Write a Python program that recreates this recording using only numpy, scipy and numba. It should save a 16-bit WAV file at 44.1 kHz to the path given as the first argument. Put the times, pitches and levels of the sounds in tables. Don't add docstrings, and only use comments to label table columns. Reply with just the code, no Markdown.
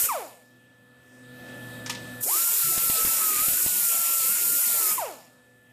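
import sys
import numpy as np
from scipy import signal
from scipy.fft import rfft, irfft
from scipy.io import wavfile
from scipy.ndimage import uniform_filter1d
from numba import njit

SR = 44100
rng = np.random.default_rng(int(sys.argv[2]) if len(sys.argv) > 2 else 0)


def voltage_ratio(decibels):
    exponent = np.asarray(decibels, float) / 20
    return 10 ** exponent


def persist_wave(psi):
    counts = np.round(np.clip(psi, -1, 1) * 32767).astype(np.int16)
    wavfile.write(sys.argv[1], SR, np.atleast_2d(counts).T)


N = 252252
t = np.arange(N) / SR
TOP_HZ = 14540
SQUEEZE_S, SPIN_S = 2.2, 2.243
VANES = 4


def shape(table, hz):
    f, db = np.transpose(table)
    return np.interp(np.log(hz), np.log(f), db, left=-120)


def walk(rate):
    k = int(SR / rate)
    held = np.repeat(rng.standard_normal(N // k + 1), k)
    return 1.305 * uniform_filter1d(uniform_filter1d(held, k), k)[:N]


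def noise(table, flicker_db, rate, ridges=()):
    hz = np.arange(N // 2 + 1) * SR / N + 1e-3
    lift = 1 + sum(voltage_ratio(db) / (1 + (2 * (hz - f) / w) ** 2) for f, w, db in ridges)
    white = rfft(rng.standard_normal(N))
    colour = white * voltage_ratio(shape(table, hz)) * lift * (hz < TOP_HZ + 200)
    out = 0
    for k in np.arange(8, 29):
        band = np.cos(np.pi / 2 * np.clip(2 * np.log2(hz) - k, -1, 1)) ** 2
        if np.any(np.abs(colour * band) > 1e-2):
            out = out + irfft(colour * band, N) * voltage_ratio(flicker_db * walk(rate))
    return out / np.std(out)


def ramp(start, length):
    return np.clip((t - start) / length, 0, 1)


# (frequency [Hz], level [dB rms])
HUM = [(120.8, -53), (249, -54), (499, -56), (726.7, -66), (850.6, -69), (1394, -66.5), (1572, -74),
       (1744, -49), (2492, -71.5), (2993, -74), (3289, -70), (3741, -78.5)]
# (frequency [Hz], density [dB per Hz])
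SHOP = [(15, -52), (25, -30), (63, -13.5), (120, -6.5), (260, -1.5), (430, -13.5), (600, -13),
        (1000, -17.5), (1600, -19.5), (2200, -21.5), (3300, -20.5), (5700, -27.5), (8800, -27),
        (14400, -25)]
# (frequency [Hz], width [Hz], lift [dB])
FANS = [(567, 65, 3), (654, 14, 3), (1260, 97, -1), (1430, 50, 0), (1965, 170, -0.5), (2580, 170, 2),
        (3110, 98, -2.5), (3310, 97, -3), (3760, 120, 3.5), (7860, 230, 3), (8800, 230, 3)]


def shop():
    hum = 0
    for f, db in HUM:
        level_db = db + 2.4 * walk(12) * min(400 / f, 1)
        drift = np.cumsum(2.5 * walk(8) * (f < 600)) / SR
        line = np.sin(2 * np.pi * (f * t + rng.random() + drift))
        hum = hum + voltage_ratio(level_db) * np.sqrt(2) * line
    return hum + voltage_ratio(-48.5) * noise(SHOP, flicker_db=2.5, rate=9, ridges=FANS)


# (easing starts [s], valve shut [s], loose vanes start to slap [s])
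RELEASES = [
    (.062, .0775, .082),
    (4.922, 4.965, 4.973),
]


def trigger():
    first = t < SQUEEZE_S
    ease, shut, slap = (np.where(first, a, b) for a, b in np.transpose(RELEASES))
    slap_rise_s = 0.0084
    return ramp(ease, shut - ease), np.maximum(t - shut, 0), ramp(slap, slap_rise_s)


def gain_db():
    duck_db, lift_db, creep_db_s = -14.5, 13.5, 2.5
    wait_s, lift_s, grab_s = 1.197, 0.085, .03
    before_work = t < SQUEEZE_S + .1
    quiet = np.where(before_work, np.maximum(t - RELEASES[0][1], 0), trigger()[1])
    lift = lift_db / (1 + np.exp((wait_s - quiet) / lift_s)) + creep_db_s * quiet
    grab = np.where(before_work, 1 - ramp(SQUEEZE_S + 0.014, grab_s), 1)
    return duck_db + lift * grab


@njit
def walls(x, lags, gain, damp):
    line, soft, out = np.zeros((8, 4096)), np.zeros(8), np.zeros(len(x))
    for i in range(len(x)):
        total = 0.
        for k in range(8):
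            soft[k] += (1 - damp) * (gain[k] * line[k, (i - lags[k]) & 4095] - soft[k])
            total += soft[k]
        out[i] = total
        for k in range(8):
            line[k, i & 4095] = x[i] + soft[k] - total / 4
    return out


# (frequency [Hz], density [dB per Hz])
CRACK = [(470, -28), (800, -9.5), (959, -8.5), (1560, -8.5), (1760, -2.5), (4560, -6), (4970, -4.5),
         (8160, -9.5), (12000, -19), (14400, -21)]


def steel_grain():
    return noise(CRACK, flicker_db=3, rate=170)


# (time [s], peak [dB], crack [dB])
CLINKS = [
    (1.8609, -26, 6),
    (1.896, -17.5, 5),
    (1.9488, -34.5, 6.5),
]
# (frequency [Hz], level [dB], t60 [s])
PIECE = [(955, 0, 0.16), (1238, -0.5, 1.2), (1750, -8.5, 0.27), (3130, -20, 0.061), (3820, 2, 5.0),
         (5260, -6.5, 0.23), (5720, -11.5, 0.19), (5500, -7, 0.086), (6030, -5, 0.036), (6260, -43, 0.77),
         (7260, -6, 0.16), (6700, -34, 5.0), (7500, -7, 0.71), (8134, -3.5, 0.39)]


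def clinks(grain):
    out, u = np.zeros(N), t[:8000]
    for s, db, crack_db in CLINKS:
        start = int(s * SR)
        ring = 0
        for f, mode_db, t60 in PIECE:
            mode = np.sin(2 * np.pi * (f * u + rng.random()))
            ring = ring + voltage_ratio(mode_db) * mode * voltage_ratio(-60 * u / min(t60, .12))
        crack = grain[start:][:len(u)] * (voltage_ratio(-60 * u / 0.14) + 0.16 * voltage_ratio(-60 * u / 0.07))
        hit = 0.43 * ring / np.abs(ring).max() + voltage_ratio(crack_db - 13.0) * crack
        out[start:][:len(u)] += voltage_ratio(db - 1.5) * hit * (1 - np.exp(-u / 0.00055))
    return out


# (time [s], peak [dB])
CATCHES = [(0.039, -35), (2.568, -52), (2.778, -27), (2.836, -39.5), (2.865, -40), (2.899, -25),
           (3.002, -42), (3.05, -25.5), (3.074, -31.5), (3.11, -48), (3.393, -38), (3.419, -33),
           (3.484, -27.5), (3.535, -33.5), (3.663, -26)]


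def catches(grain):
    out, u = np.zeros(N), t[:8000]
    push = (u / .0005) * (1 - u / 0.0024) * np.exp(1 - u / .0005)
    for s, db in CATCHES:
        start = int(s * SR)
        scrape = 0.33 * grain[start:][:len(u)] * voltage_ratio(-60 * u / 0.1)
        out[start:][:len(u)] += voltage_ratio(db + 5.0) * (push + scrape)
    return out


# (time [s], rate [Hz])
SPEED = [(0, 1380), (.06, 1455), (2.61, 1388), (2.69, 1312), (2.85, 1360), (2.96, 1294), (3.14, 1334),
         (3.4, 1208), (3.5, 1450), (3.7, 1468), (3.95, 1350), (4.17, 1358), (4.255, 1292), (4.32, 1432),
         (4.46, 1388), (4.66, 1422), (4.78, 1368), (4.88, 1250)]


def speed():
    runup_s, runup_shape, coast_s, crawl_hz = .057, 1.2, .088, 125
    inertia_s = .07
    first, idle = t < SQUEEZE_S, trigger()[1]
    free = np.interp(t, *np.transpose(SPEED))
    free = np.where(first, free, uniform_filter1d(free, size=int(inertia_s * SR)))
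    free = np.interp(t - idle, t, free)
    run = 1 - np.exp(-(np.maximum(t - SPIN_S, 0) / runup_s) ** runup_shape)
    up = np.where(first, 1, run)
    hz = crawl_hz + (free * up - crawl_hz) * np.exp(-idle / coast_s)
    return uniform_filter1d(hz, size=400), (1380 - free) / 100


# (time after the squeeze [s], level below full flow [dB])
OPENING = [(0, -47), (.01, -12.5), (.024, -12.5), (.036, -0.5), (.052, -6.5), (.08, -2.5), (.13, -0.5)]


def opening_db():
    return np.where(t < SQUEEZE_S, 0, np.interp(t - SQUEEZE_S, *np.transpose(OPENING)))


def puffs(shaft):
    return (1 + .12 * np.sin(shaft)) * (1 + 0.24 * np.sin(VANES * shaft))


# (frequency [Hz], density [dB per Hz])
GRIT = [(880, -8.5), (1500, -17.5), (1700, -10), (2460, -5), (3230, -9), (5010, -7), (5550, -8.5),
        (6070, -14), (7000, -5), (9100, -23.5), (15400, -120)]


def grit(shaft):
    (closed, idle, _), sag = trigger(), speed()[1]
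    hold_s, tail_db_s = 0.053, 80
    level_db = -35.5 + 2.4 * opening_db() + 1 * sag - 7 * closed
    level_db = level_db - tail_db_s * np.maximum(idle - hold_s, 0)
    return voltage_ratio(level_db) * puffs(shaft) * noise(GRIT, flicker_db=2.0, rate=25)


# (frequency [Hz], density [dB per Hz])
AIR = [(2940, -32.5), (5000, -13), (5560, -6.5), (6350, -8.5), (7030, -3), (7480, -2.5), (9090, -1.5),
       (13500, 0), (14400, 2.5)]
# (frequency [Hz], width [Hz], lift [dB])
MUFFLER = [(7020, 350, 0), (7950, 200, -4), (8500, 300, -2), (9780, 300, -1), (10680, 350, -1),
           (11450, 200, -3), (12720, 250, -1), (13600, 700, 0), (14420, 150, -5)]
# (frequency [Hz], density [dB per Hz])
BENCH = [(60, -25.5), (150, 0.5), (300, 1), (600, 2.5), (1000, -4), (1500, 2.5), (2200, -27)]


def air_and_bench(shaft):
    (closed, idle, _), sag = trigger(), speed()[1]
    drop_db, tail_db_s = 6.5, 97.5
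    level_db = -22.5 + opening_db() - drop_db * closed - tail_db_s * idle
    air = puffs(shaft) * noise(AIR, flicker_db=1.0, rate=25, ridges=MUFFLER)
    dull_s, dull_share = 0.092, 0.48
    air += dull_share * np.minimum(idle / dull_s, 1) * (uniform_filter1d(air, size=3) - air)
    bench = voltage_ratio(-22.5 + 1.6 * sag) * noise(BENCH, flicker_db=4.5, rate=22)
    return voltage_ratio(level_db) * (air + bench)


# (frequency [Hz], width [Hz], level [dB])
EXHAUST = [(680, 480, 1), (1300, 620, -1.5), (2400, 560, 2.5), (5450, 500, 7)]
# (vane rate [Hz], level [dB])
COAST_TONE = [(140, -82), (300, -55), (445, -42.5), (570, -32.5), (690, -27.5), (800, -36), (900, -29),
              (1200, -27.5)]


def exhaust_gain(hz):
    ring = sum(voltage_ratio(db) / np.hypot(1, 2 * (hz - f) / w) ** 2 for f, w, db in EXHAUST)
    return ring / np.hypot(1, (540 / np.maximum(hz, 30)) ** 6)


def motor():
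    (closed, idle, loose), (hz, sag) = trigger(), speed()
    octaves = np.log2(np.maximum(hz, 30) / 418)
    loaded_db = -43 + 5 * (1380 - hz) / 100
    top_db = -36.5 + 6 * np.minimum(octaves - 1, 0)
    run_db = np.minimum(loaded_db, top_db) - 24.5 * closed
    tone_db = (1 - loose) * run_db + loose * shape(COAST_TONE, np.maximum(hz, 140))
    coast_slap_db = -42 + 11 * np.minimum(octaves, 0)
    slap_db = (1 - loose) * -53.5 + loose * coast_slap_db
    started = ramp(SPIN_S + 0.0029, 0.011)
    stopping = np.clip((.4 - idle) / 0.074, 0, 1)
    turning = np.where((t >= SQUEEZE_S) & (idle == 0), started, stopping)
    angle = 2 * np.pi * np.cumsum(hz * (1 + .0018 * walk(60))) / SR
    out = voltage_ratio(tone_db + 1 * walk(40)) * np.sin(angle)
    for k in range(2, 9):
        overtone_db = slap_db - 6.5 * (k - 2) ** .8 + 1.5 + 2 * walk(45)
        out += voltage_ratio(overtone_db) * exhaust_gain(k * hz) * np.sin(k * angle + k ** 2)
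    return np.sqrt(2) * out * turning, angle / VANES


def scene():
    tone, shaft = motor()
    grain = steel_grain()
    near = tone + clinks(grain) + catches(grain)
    lags = rng.integers(500, 2600, 8)
    room_t60_s = 0.34
    echo = walls(near, lags, voltage_ratio(-60 * lags / SR / room_t60_s), 0.17)
    hiss = air_and_bench(shaft) + grit(shaft)
    mono = near + voltage_ratio(-17) * echo + hiss + voltage_ratio(gain_db()) * shop()
    return np.array([mono, mono])


def starve(x, step_db, tilt_db, count=230):
    n, k = np.arange(2048) + .5, np.arange(count) + .5
    window = np.sin(np.pi * n / 2048)[:, None]
    basis = window * np.cos(np.pi / 1024 * np.outer(n + 512, k)) / np.sqrt(512)
    at = 1024 * np.arange(N // 1024 - 1)[:, None] + np.arange(2048)
    bins = x[at] @ basis
    wander = uniform_filter1d(rng.standard_normal((len(at), count // 6 + 1)), 3, axis=0)
    wander = wander[:, np.arange(count) // 6]
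    treble = np.diff(x[at]).std(axis=1)[:, None]
    step = voltage_ratio(step_db + tilt_db * np.log2(k / 20 + 1) + 5 * wander) * treble
    rounded = np.sign(bins) * np.floor(np.abs(bins) / step + .4) * step
    out = x.copy()
    np.add.at(out, at, (rounded - bins) @ basis.T)
    return out


# (time [s], centre [Hz])
FILLS = [(2.105, 7600), (2.129, 13200), (2.965, 11580), (2.965, 5160), (3.036, 13300), (3.08, 11130),
         (3.404, 4600), (4.125, 14100), (4.681, 12400), (4.68, 6200), (4.89, 9700), (4.89, 5830)]


def side_patches(mono):
    side, hz = np.zeros(N), np.arange(1025) * SR / 2048
    for s, mid_hz in FILLS:
        start = int(s * SR) - 1024
        near_mid = np.abs(hz / mid_hz - 1) < 0.076
        band = np.abs(rfft(mono[start:][:2048])) * near_mid
        patch = irfft(band * np.exp(2j * np.pi * rng.random(1025)))
        side[start:][:2048] += voltage_ratio(-3.5) * patch * signal.windows.tukey(2048, .7)
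    return side


def top_cut(x):
    return signal.sosfilt(signal.butter(12, 15560, fs=SR, output="sos"), x)


def record(dry):
    clip = .5
    limited = clip * np.tanh(dry[0] / clip)
    over_hz = np.clip(np.arange(N + 1) * SR / 2 / N - TOP_HZ + 40, 0, 400)
    mono = irfft(rfft(limited, 2 * N) * voltage_ratio(-over_hz ** 2 / 300))[:N]
    mono = starve(mono, step_db=-6, tilt_db=-1.1)
    side = side_patches(mono)
    return top_cut(mono + np.array([side, -side]))


dry = scene()
out = record(dry)
persist_wave(out)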